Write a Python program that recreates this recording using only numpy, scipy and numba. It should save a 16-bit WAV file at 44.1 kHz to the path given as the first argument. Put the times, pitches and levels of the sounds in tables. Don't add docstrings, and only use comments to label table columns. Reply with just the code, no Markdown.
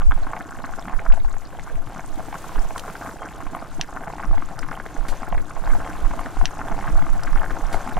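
import sys
import numpy as np
from scipy import signal
from scipy.fft import rfft, irfft, next_fast_len
from scipy.io import wavfile
from scipy.ndimage import uniform_filter1d
from numba import njit

SR = 44100
rng = np.random.default_rng(int(sys.argv[2]) if len(sys.argv) > 2 else 0)


def to_linear_factor(level_db):
    exponent = np.asarray(level_db, float) / 20
    return 10 ** exponent


def output_pcm(signal):
    pcm = np.clip(np.atleast_2d(signal).T, -1, 1) * 32767
    wavfile.write(sys.argv[1], SR, np.round(pcm).astype(np.int16))


N = 352359

# [time_s, level_db]
JET = [
    (1.9, -86),
    (2.05, -61),
    (2.4, -51),
    (2.75, -52.5),
    (3.08, -51),
    (3.14, -60),
    (3.6, -94),
]


def level(x, db):
    return x * to_linear_factor(db) / np.sqrt(np.mean(x ** 2))


@njit
def rings(start, hz, peak, rise, glide):
    out = np.zeros(N)
    for k in range(len(start)):
        phase, step = 0., 2 * np.pi * hz[k] / SR
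        for j in range(int(6 * rise[k])):
            i = int(start[k] - rise[k]) + j
            u = j / rise[k]
            phase += step * (1 + glide[k] * (u - 1))
            if 0 <= i < N:
                out[i] += peak[k] * (u * np.exp(1 - u)) ** 2 * np.sin(phase)
    return out


def bubbles(s, hz, db, cycles, glide):
    return rings(s * SR, 1. * hz, to_linear_factor(db), np.maximum(cycles, .1) * SR / hz, glide + 0 * s)


def band(x, hz, width_hz):
    return signal.lfilter(*signal.iirpeak(hz, hz / width_hz, SR), x)


def butter(x, order, hz, kind):
    return signal.lfilter(*signal.butter(order, hz, kind, fs=SR), x)


def noise_band(order, low_hz, high_hz):
    sos = signal.butter(order, [low_hz, high_hz], "bandpass", fs=SR, output="sos")
    return signal.sosfilt(sos, rng.standard_normal(N))


def walk(rate):
    k = int(SR / rate)
    held = np.repeat(rng.standard_normal(N // k + 1), k)[:N]
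    return 1.2 * uniform_filter1d(uniform_filter1d(held, k), k)


def coloured(points, x):
    hz, db = np.transpose(points)
    size = next_fast_len(N)
    f = np.arange(1, size // 2 + 2) * SR / size
    gain = to_linear_factor(np.interp(np.log(f), np.log(hz), db))
    return level(irfft(rfft(x, size) * gain, size)[..., :N], 0)


def swarm(count, mid_hz, octaves, scatter_db, cycles, clump_db):
    place, chance = rng.random((count, 2)).T
    pitch, length = rng.standard_normal((count, 2)).T
    hz = np.clip(mid_hz * 2 ** (octaves * pitch), 80, .4 * SR)
    db = np.minimum(-np.log(1 - chance), 2.6) * scatter_db
    crowd = bubbles(place * N / SR, hz, db, cycles * 2 ** (0.42 * length), 0.092)
    return level(crowd * to_linear_factor(clump_db * walk(21.934)), 0)


def kitchen(x, t60):
    t = np.arange(SR // 4) / SR
    tail = rng.standard_normal((3, len(t)))
    tail = level((tail[0] + 0.42 * tail[1:]) * to_linear_factor(-60 * t / t60), 0) / np.sqrt(len(t))
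    return signal.fftconvolve(x[None], tail, axes=1)[:, :N]


def burner(deep_db, hiss_db):
    # [pitch_hz, level_db per Hz]
    rumble_spectrum = [
        (41, 10),
        (70, -3),
        (167, 3),
        (231, -8.5),
        (300, 3),
        (411, -10),
        (780, -23.5),
        (1320, -120),
    ]
    # [pitch_hz, level_db per Hz]
    hiss_spectrum = [
        (1060, 11.5),
        (3330, -0.5),
        (4730, -6.5),
        (6850, -9.5),
        (10600, -14.5),
        (13400, -18.5),
        (14600, -15),
        (15600, -74),
    ]
    sign = np.array([[1], [-1]])
    mid, side = rng.standard_normal((2, N))
    rumble = to_linear_factor(deep_db + 2.5 + 2.0 * walk(12)) * coloured(rumble_spectrum, mid + 0.2 * sign * side)
    mid, side = rng.standard_normal((2, N))
    side = butter(side, 2, 5000, "high")
    flutter_db = 2.2 * walk(9)
    hiss = to_linear_factor(hiss_db + 6.5 + flutter_db) * coloured(hiss_spectrum, mid + 0.063 * sign * side)
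    t = np.arange(N) / SR
    jet = butter(rng.standard_normal((2, N)), 2, [4000, 15000], "bandpass")
    jet *= to_linear_factor(np.interp(t, *np.transpose(JET)))
    whistle = to_linear_factor(-55) * band(rng.standard_normal((2, N)), 10400, 200) * (t > 3.0)
    return rumble + jet + whistle + hiss


def fizz(hiss_db):
    mid, left, right = (swarm(count=2200, mid_hz=7000, octaves=.6, scatter_db=3.7, cycles=1.3, clump_db=1.2)
                        for _ in range(3))
    out = to_linear_factor(-3.5) * (mid + 0.22 * np.array([left, right]))
    for hz, width_hz, db in [(6870, 2000, -4.5), (11700, 5600, -8.0)]:
        air = rng.standard_normal((3, N))
        puffs = level(band(air[0] + 3.1 * air[1:], hz, width_hz), db)
        out += puffs * to_linear_factor(5.5 * walk(150))
    out = butter(out, 3, 13600, "low")
    return to_linear_factor(hiss_db + np.array([[0.6], [-0.6]])) * out


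def eddies(table):
    t, out = np.arange(N) / SR, np.zeros(N)
    for s, db, rise_ms in table:
        i = slice(max(int((s - .2) * SR), 0), int((s + .3) * SR))
        u = (t[i] - s) / (rise_ms / 1000 * 0.5)
        u = np.where(u > 0, u / 1.28, u)
        out[i] += to_linear_factor(db + 5.0) * u * np.exp(-u ** 2 / 2)
    busy = uniform_filter1d(np.abs(out), size=9000)
    slow = level(noise_band(3, 6, 19), 0)
    out += slow * (to_linear_factor(-38.0 + 4.7 * walk(3.56)) + 0.18 * busy)
    flutter = level(band(rng.standard_normal(N), 64, 30), 0)
    out += flutter * (to_linear_factor(-51) + 0.019 * busy)
    return butter(out, 1, 4.0, "high")


def droplets():
    # [start_s, peak_db, pitch_hz]
    ticks = [(0.3905, -33, 6400), (0.5085, -28, 7600), (0.6605, -33, 6800), (0.795, -27, 5390),
             (0.8252, -32, 3460), (1.328, -29, 6740), (1.3837, -27, 7100), (1.2015, -36, 3770),
             (2.0054, -31, 6350), (2.062, -27, 8800), (1.571, -39, 3200), (2.5934, -28, 5250),
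             (2.7801, -19, 8200), (2.797, -29, 3980), (3.9084, -33, 6800), (4.2636, -33, 9310),
             (4.4592, -28, 7200), (4.5932, -22, 5250), (4.7122, -33, 5300), (4.9434, -29.5, 6260),
             (1.4548, -33, 4570), (5.1717, -29, 6220), (5.2901, -28, 12470), (5.3248, -31, 3000),
             (6.5644, -36, 5770), (6.7181, -29.5, 6160), (7.1804, -30.5, 7400), (7.6674, -27, 5600),
             (0.1198, -26, 3300), (7.944, -33.5, 3680)]
    # [start_s, peak_db, pitch_hz]
    faint_ticks = [(0.0198, -43, 3160.0), (0.2336, -40, 4150), (0.3163, -40, 7550), (0.4697, -43.0, 6990.0),
                   (0.6216, -45, 4010.0), (0.6348, -44, 5130), (0.6547, -43, 4150), (1.2529, -48, 4240),
                   (1.2966, -38, 7700), (1.3143, -45, 4000.0), (1.4726, -42, 5050), (1.9451, -40, 6320.0),
                   (1.9804, -39, 6020.0), (2.1655, -54, 6070), (3.2548, -41, 5610.0), (3.5507, -39, 9400),
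                   (3.5975, -44.5, 4650), (3.7653, -40, 10370.0), (3.8051, -39, 3240),
                   (4.2542, -41.5, 5620.0), (4.4888, -43, 7220.0), (4.6863, -43, 5390.0),
                   (4.7532, -40, 3000), (5.2226, -44, 5060.0), (5.4206, -43.0, 7060.0), (5.4971, -38, 9000),
                   (5.646, -43, 3930), (6.5145, -40.0, 6360), (6.5889, -42, 5240), (6.6844, -41, 3360)]
    # [start_s, crack_db, sizzle_db, sizzle_t60_s]
    spits = [
        (2.7791, -19, -19, 0.015),
        (2.795, -17.5, -21, 0.014),
        (3.8122, -2, -29.5, 0.025),
        (4.59, -58, -11, 0.0056),
        (5.082, -51, -30, 0.16),
    ]
    # [pitch_hz, level_db, t60_s]
    rim = [
        (2930, 8, 0.002),
        (5860, -3.5, 0.0058),
        (2030, -14, 0.0078),
        (3680, -6, 0.0032),
        (4270, -22, 0.0061),
    ]
    faint_lift_db = 8.5
    s, db, hz = np.vstack([ticks, np.add(faint_ticks, [0, faint_lift_db, 0])]).T
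    out = bubbles(s, hz, db - 4.5, 2.85, 0.)
    out += bubbles(np.array([3.218]), np.array([3210]), np.array([-52]), 85, 0.)
    t = np.arange(SR // 4) / SR
    crack = sum(to_linear_factor(db - 60 * t / t60) * np.sin(2 * np.pi * f * t) for f, db, t60 in rim)
    crack *= 1 - np.exp(-(t / 0.00027) ** 2)
    crack = butter(crack, 2, 1100, "high")
    spray = noise_band(2, 1500, 11000)
    swell = 1 - np.exp(-t / 0.0015)
    for s, crack_db, sizzle_db, t60 in spits:
        i = int(s * SR)
        sizzle = to_linear_factor(sizzle_db - 60 * t / t60) * swell * spray[i:i + len(t)]
        out[i:i + len(t)] += to_linear_factor(crack_db - 1.5) * crack + sizzle
    return out


def pockets():
    # [start_s, peak_db, pitch_hz]
    pocket_pops = [(0.1769, -24.5, 804), (0.3341, -13, 960), (0.7872, -21.5, 785), (0.8971, -20.5, 850),
                   (1.1376, -19, 790), (2.1954, -21, 770), (2.3288, -19.5, 850), (2.5884, -21, 815),
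                   (2.7075, -18, 810), (3.0214, -22, 730), (3.6244, -23.5, 610), (3.7952, -22, 760),
                   (4.0736, -21.5, 760), (4.1361, -23.5, 780), (4.3362, -25, 820), (4.3796, -21.5, 800),
                   (5.3272, -15.5, 810), (5.348, -20, 740), (5.5746, -25.5, 835), (5.6752, -18, 860),
                   (5.7512, -16.5, 840), (6.1128, -21, 804), (6.5922, -20.5, 830), (6.7897, -18.5, 810),
                   (7.844, -34, 850), (7.569, -20, 850), (7.7445, -11.5, 690), (7.8102, -24, 704),
                   (7.895, -30, 770), (7.9778, -17, 667),
                   (0.018, -21, 960), (0.2698, -18.5, 970), (0.368, -19.5, 900), (0.641, -17.5, 960),
                   (0.937, -20, 980), (1.0633, -15.5, 1140), (1.995, -21.5, 920), (2.343, -18, 950),
                   (2.559, -19.5, 1050), (2.7617, -15, 1080), (2.881, -20, 970), (3.073, -21, 1170),
                   (3.2205, -21, 955), (3.2313, -21, 1080), (3.5496, -15, 1030), (3.964, -20, 925),
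                   (4.245, -21, 990), (4.312, -18.5, 940), (4.775, -22.5, 970), (5.1246, -24, 930),
                   (5.2318, -17.5, 1102), (6.1372, -17.5, 1060), (6.3694, -20, 975), (6.4134, -12, 903),
                   (6.597, -25, 920), (6.685, -22, 908), (6.714, -22, 1015), (7.0921, -21.5, 940),
                   (7.4172, -20, 1080), (7.4328, -15, 1000),
                   (0.0091, -23, 1300), (0.1114, -13, 1170), (0.12, -11, 1280), (0.4085, -21, 1590),
                   (0.5213, -23.5, 1110), (0.6458, -21.5, 1420), (1.1238, -17, 2540), (2.355, -20, 1300),
                   (2.585, -26, 1470), (2.955, -21.5, 1450), (3.0142, -25, 1400), (3.094, -22, 1190),
                   (3.929, -25, 1210), (3.9717, -16, 1250), (4.036, -24.5, 1370), (4.2358, -18, 1280),
                   (4.4234, -18.5, 1140), (4.7174, -14, 1210), (4.8, -18.5, 1550), (4.863, -22, 1650),
                   (5.0524, -22, 1150), (5.6563, -28.5, 1370), (6.2612, -19, 1620), (6.877, -21, 1570),
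                   (6.9933, -22.5, 1300), (7.278, -21.5, 1410), (7.5093, -31, 1243), (7.5136, -23, 1580),
                   (7.7908, -29, 1210), (7.8926, -24, 2480)]
    # [start_s, peak_db]
    skin_tears = [(0.018, -28), (0.119, -24), (0.3656, -22), (0.8836, -24), (0.994, -18.5), (1.596, -25),
                  (1.995, -25.5), (2.3264, -25), (2.7807, -25), (4.2, -26), (4.3804, -23), (4.629, -21),
                  (4.714, -22), (4.728, -24), (5.087, -23), (5.325, -24), (5.349, -26), (5.38, -19.5),
                  (5.706, -24), (1.203, -37), (6.8107, -26), (6.876, -37.5), (7.376, -20), (7.511, -41.5),
                  (7.7425, -21)]
    # [start_s, peak_db, pitch_hz]
    lesser_blips = [(0.0195, -21, 1040), (0.1648, -37, 1100.0), (0.2092, -35, 1060.0), (0.2805, -34, 1100),
                    (0.3059, -30, 1000), (0.3254, -27, 780), (0.3522, -37, 870.0), (0.489, -46, 1060.0),
                    (0.5276, -29, 1210), (0.5878, -29, 1500), (0.6024, -27.5, 960), (0.6916, -27.5, 790.0),
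                    (0.7371, -25, 1330), (0.7949, -29, 1010), (0.8761, -35, 870.0), (0.8833, -25.5, 1070),
                    (0.9118, -32, 740), (0.9231, -27.0, 860.0), (0.9297, -23, 930), (1.1015, -25, 1430),
                    (1.1142, -25, 885), (1.1767, -24, 765), (1.248, -24, 875), (1.3401, -29, 1230),
                    (1.367, -27.5, 850.0), (1.5503, -28, 790), (1.5884, -26, 806), (1.6737, -27.0, 1020),
                    (1.6799, -38, 830.0), (1.6949, -36, 1400.0), (1.7001, -35, 1620.0),
                    (1.8723, -30.0, 1040), (1.8979, -33.0, 754), (1.9049, -35, 850.0), (1.9222, -31, 790.0),
                    (1.9485, -28.5, 850.0), (1.9622, -27, 1090), (1.9715, -28, 1210), (2.0445, -27.5, 900),
                    (2.2047, -26, 980), (2.2853, -27.5, 700.0), (2.3501, -26, 960), (2.4276, -38, 960.0),
                    (2.443, -23, 1080.0), (2.4668, -32, 870.0), (2.4932, -25, 1080.0), (2.5194, -27, 850.0),
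                    (2.5255, -32, 950.0), (2.8377, -32, 1250), (2.8589, -32, 750.0), (2.8943, -29, 950.0),
                    (3.0615, -23, 1000), (3.2685, -28, 1000), (3.405, -25, 1000), (3.4249, -28.5, 1150),
                    (3.4673, -23.5, 1000), (3.5344, -27.0, 760.0), (3.5407, -39, 726), (3.5679, -22, 860),
                    (3.5811, -44, 1020.0),
                    (3.603, -31, 780.0), (3.617, -33, 735), (3.648, -30, 1080.0), (3.7398, -35, 940.0),
                  (3.8047, -31, 950.0), (3.835, -32, 2150), (3.889, -30.5, 720), (3.9529, -28, 880),
                  (4.008, -30.0, 960.0), (4.015, -31, 730.0), (4.0238, -41, 860.0), (4.0796, -24, 840),
                  (4.0987, -31, 790.0), (4.1021, -25, 925), (4.1563, -30, 790), (4.1827, -24.5, 850),
                  (4.2011, -22.5, 860), (4.2566, -25, 1120), (4.33, -23, 920.0), (4.3438, -23, 866),
                  (4.374, -26, 1250), (4.4875, -28, 1060), (4.515, -30.5, 850.0), (4.5202, -36, 805),
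                  (4.5261, -31, 760), (4.5917, -26.5, 1300), (4.667, -33, 940.0), (4.6868, -25.0, 990),
                  (4.694, -30, 1270), (4.742, -26, 970), (4.7692, -32, 920), (3.288, -30, 2430),
                  (4.9661, -27, 810), (4.9845, -33, 1050), (5.01, -29, 1270), (5.0332, -34, 980),
                  (5.1246, -37, 920), (5.1427, -34, 840.0), (5.2193, -30, 860.0), (5.281, -26.5, 830.0),
                  (5.4007, -31, 1110.0), (5.508, -25.5, 1200), (5.5666, -23, 910), (5.6393, -25, 845),
                  (5.803, -22, 1150), (5.9094, -35, 993), (6.0342, -29, 940), (6.3895, -27.0, 1200),
                  (6.5096, -25.5, 920), (6.6984, -24, 950.0), (6.7649, -32, 850), (6.8584, -22, 920.0),
                  (7.0913, -35, 980), (7.1944, -25, 1280), (7.2506, -27, 1207), (7.5087, -33, 1280.0),
                  (7.651, -32, 885), (7.658, -29, 840), (7.792, -30, 1184), (7.911, -30, 890.0)]
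    skin_hz, skin_spread, blip_lift_db = 1905, 0.053, 2.5
    tear_hz = skin_hz * (1 + skin_spread * rng.standard_normal(len(skin_tears)))
    skins = np.vstack([np.transpose(skin_tears), tear_hz]).T
    blips = np.array(lesser_blips) + [0, blip_lift_db, 0]
    return np.vstack([pocket_pops, skins, blips]).T


def stir(s, db):
    marks = np.bincount((s * SR).astype(int), to_linear_factor(db), N)
    bumps = uniform_filter1d(uniform_filter1d(marks, size=700), size=700)
    return np.minimum(bumps / bumps.mean(), 2.2)


def sauce(small_db, deep_db):
    # [start_s, peak_db, pitch_hz]
    gulps = [(0.162, -25, 151), (0.454, -30.5, 307), (0.634, -27, 184), (0.3, -29, 125), (1.744, -26, 150),
             (2.172, -24.5, 294), (2.324, -35, 301), (2.578, -26, 270), (2.658, -27, 127),
             (3.007, -29.5, 296), (3.071, -28.5, 155), (3.248, -29, 297), (3.428, -26, 301),
             (3.527, -26, 280), (3.781, -24.5, 276), (4.175, -29, 158), (4.304, -26.5, 174),
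             (4.307, -25.5, 330), (4.946, -25.5, 288), (1.87, -26, 111), (5.32, -22.5, 180),
             (5.618, -27, 158), (6.105, -26, 150), (6.809, -32, 158), (6.881, -20.5, 142.4),
             (7.02, -22.5, 147), (7.738, -22, 125.3)]
    # [pitch_hz, width_hz, level_db]
    pot = [
        (288, 90, -6.5),
        (483, 560, -13.5),
        (690, 62, -1),
        (850, 108, -6.5),
        (1080, 153, -7.5),
        (1512, 160, 0.5),
        (2050, 640, -6.5),
    ]
    pop_glide = 0.051
    s, db, hz = pockets()
    length, climb, film, delay, slap = rng.standard_normal((len(s), 5)).T
    pops = bubbles(s, hz, db - 2.5, 1.03 * 2 ** (0.2 * length), pop_glide * (1 + 0.69 * climb))
    pops += bubbles(s + 0.00219 * 2 ** (0.75 * delay), hz * 1.17 * 2 ** (0.41 * slap), db - 11.5, 1.19, 0.)
    pops += bubbles(s, (1500 + 0.76 * hz) * 2 ** (0.14 * film), db - 16.5 + 2.2 * climb, 1.3, 0.)
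    pops += bubbles(s, hz * 1.9, db - 16, 1.81, pop_glide)
    pops = butter(pops, 2, 380, "high")
    churn = stir(s, db)
    small = swarm(count=2600, mid_hz=950, octaves=0.5, scatter_db=3.5, cycles=0.84, clump_db=2.5)
    small *= to_linear_factor(small_db - 8.5 + 2.34 * (churn - 1.5))
    deep = swarm(count=1200, mid_hz=192.5, octaves=0.72, scatter_db=6.0, cycles=0.965, clump_db=-0.5)
    deep *= to_linear_factor(deep_db - 4.5 + 5.4 * (churn - 0.5))
    gulp_s, gulp_db, gulp_hz = np.transpose(gulps)
    gulping = bubbles(gulp_s + 0.0046, gulp_hz, gulp_db - 4.0, 1.19, 0.026)
    liquid = small - pops + deep + gulping
    return to_linear_factor(-4.0) * liquid + sum(to_linear_factor(db) * band(liquid, f, w) for f, w, db in pot)


def scene():
    # [time_s, level_db]
    boil = [(0.0, -40.5), (0.44, -39.5), (1.07, -38), (1.29, -41.5), (2.22, -41.5), (2.98, -36.5),
            (3.85, -40), (4.18, -37.5), (4.43, -41.5), (4.87, -36.5), (5.14, -35), (5.5, -40), (5.81, -36),
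            (6.54, -41.5), (6.76, -36.5), (7.25, -40), (7.52, -34.5), (7.99, -35)]
    # [time_s, swing_db, rise_ms]
    eddies_left = [(-0.015, -14, 38), (0.083, -4.5, 16), (0.161, -15, 12), (0.22, -14, 25),
                   (0.73, -22.5, 32), (1.117, -2, 21), (1.193, -12, 29), (1.266, -10.5, 19),
                   (1.355, -13.5, 28), (1.784, -15, 32), (2.16, -27, 49), (2.586, -16, 15),
                   (2.623, -19, 25), (3.75, -22, 45), (4.353, -11.5, 71), (4.411, -21, 120),
                   (4.64, -19, 28), (5.114, -12, 21.5), (5.325, -18, 40), (5.352, -15.5, 9.6),
                   (5.396, -13.5, 24), (5.665, -18, 19), (5.744, -9.5, 30), (6.06, -17, 15),
                   (6.085, -24, 7.6), (6.119, -17, 15), (6.2, -17.5, 21), (6.414, -6, 16), (6.715, -21, 33),
                   (6.89, -19, 28), (6.99, -19, 25), (7.095, -20, 20), (7.16, -12, 53), (7.28, -21, 60),
                   (7.34, -18, 19), (7.392, -8, 19), (7.527, -13, 17), (7.65, -31, 19)]
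    eddies_right = [(-0.012, -15, 22), (0.052, -7.5, 24), (0.101, -7.5, 10.7), (0.134, -12, 15),
                    (0.149, -7.5, 17), (0.242, -16, 26), (0.956, -10.5, 18), (1.1, -0.5, 13.5),
                    (1.227, -13.5, 36), (1.295, -27, 33), (1.738, -17, 22), (2.128, -16.5, 29),
                    (2.584, -9, 31), (2.673, -20, 31), (3.464, -20, 21), (4.287, -9, 12), (4.315, -5.5, 20),
                    (4.382, -20, 38), (4.999, -11, 17), (5.034, -17, 17), (5.331, -15, 16),
                    (5.361, -10, 17), (5.587, -17.5, 25), (5.674, -14.5, 12.4), (5.713, -6, 21),
                    (6.032, -16, 9.1), (6.054, -5.5, 16), (6.385, -12, 13), (6.6, -24, 21), (6.73, -17, 26),
                    (6.85, -19.5, 24), (6.96, -19, 28), (7.073, -19.5, 18), (7.117, -7, 20),
                    (7.265, -17.5, 24), (7.341, -6.5, 24), (7.49, -22, 14), (7.685, -28, 34)]
    t = np.arange(N) / SR
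    vigour_db = np.interp(t, *np.transpose(boil))
    jet = to_linear_factor(np.interp(t, *np.transpose(JET)))
    swell_db = vigour_db - vigour_db.mean()
    small_db = vigour_db + 6
    deep_db = -44.5 + 0.3 * swell_db
    hiss_db = -56.5 + 0.24 * swell_db + 4 * jet / jet.max()
    low, high = sauce(small_db, deep_db), droplets()
    tilt = 0.024 * band(low, 2600, 2000) + 0.072 * np.roll(band(low, 1440, 1000), 70)
    near = low * to_linear_factor(np.array([[.15], [-.15]])) + tilt * np.array([[1], [-1]])
    near += np.array([np.roll(high, 1), to_linear_factor(-1.0) * high])
    sauce_tail = to_linear_factor(-9.0) * kitchen(low, 0.14)
    rim_tail = to_linear_factor(-6.5) * kitchen(butter(high, 2, 4800, "low"), 0.055)
    take = near + sauce_tail + rim_tail + burner(deep_db, hiss_db) + fizz(hiss_db)
    steam = np.array([eddies(eddies_left), eddies(eddies_right)])
    push = uniform_filter1d(np.abs(steam).max(axis=0), size=900)
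    take = take / (1 + .7 * push) + steam
    replay_lag = 116578
    return take + np.roll(take, replay_lag, axis=1) * np.clip(1 + (t - 5.75) / 0.19, 0, 1)


def roll_off(x):
    return signal.sosfilt(signal.butter(12, 15720, fs=SR, output="sos"), x)


def record(dry):
    cut = signal.ellip(8, .2, 60, 15700, fs=SR, output="sos")
    mix = signal.sosfilt(cut, np.clip(dry, -1, 1))
    return roll_off(mix)


dry = scene()
out = record(dry)
output_pcm(out)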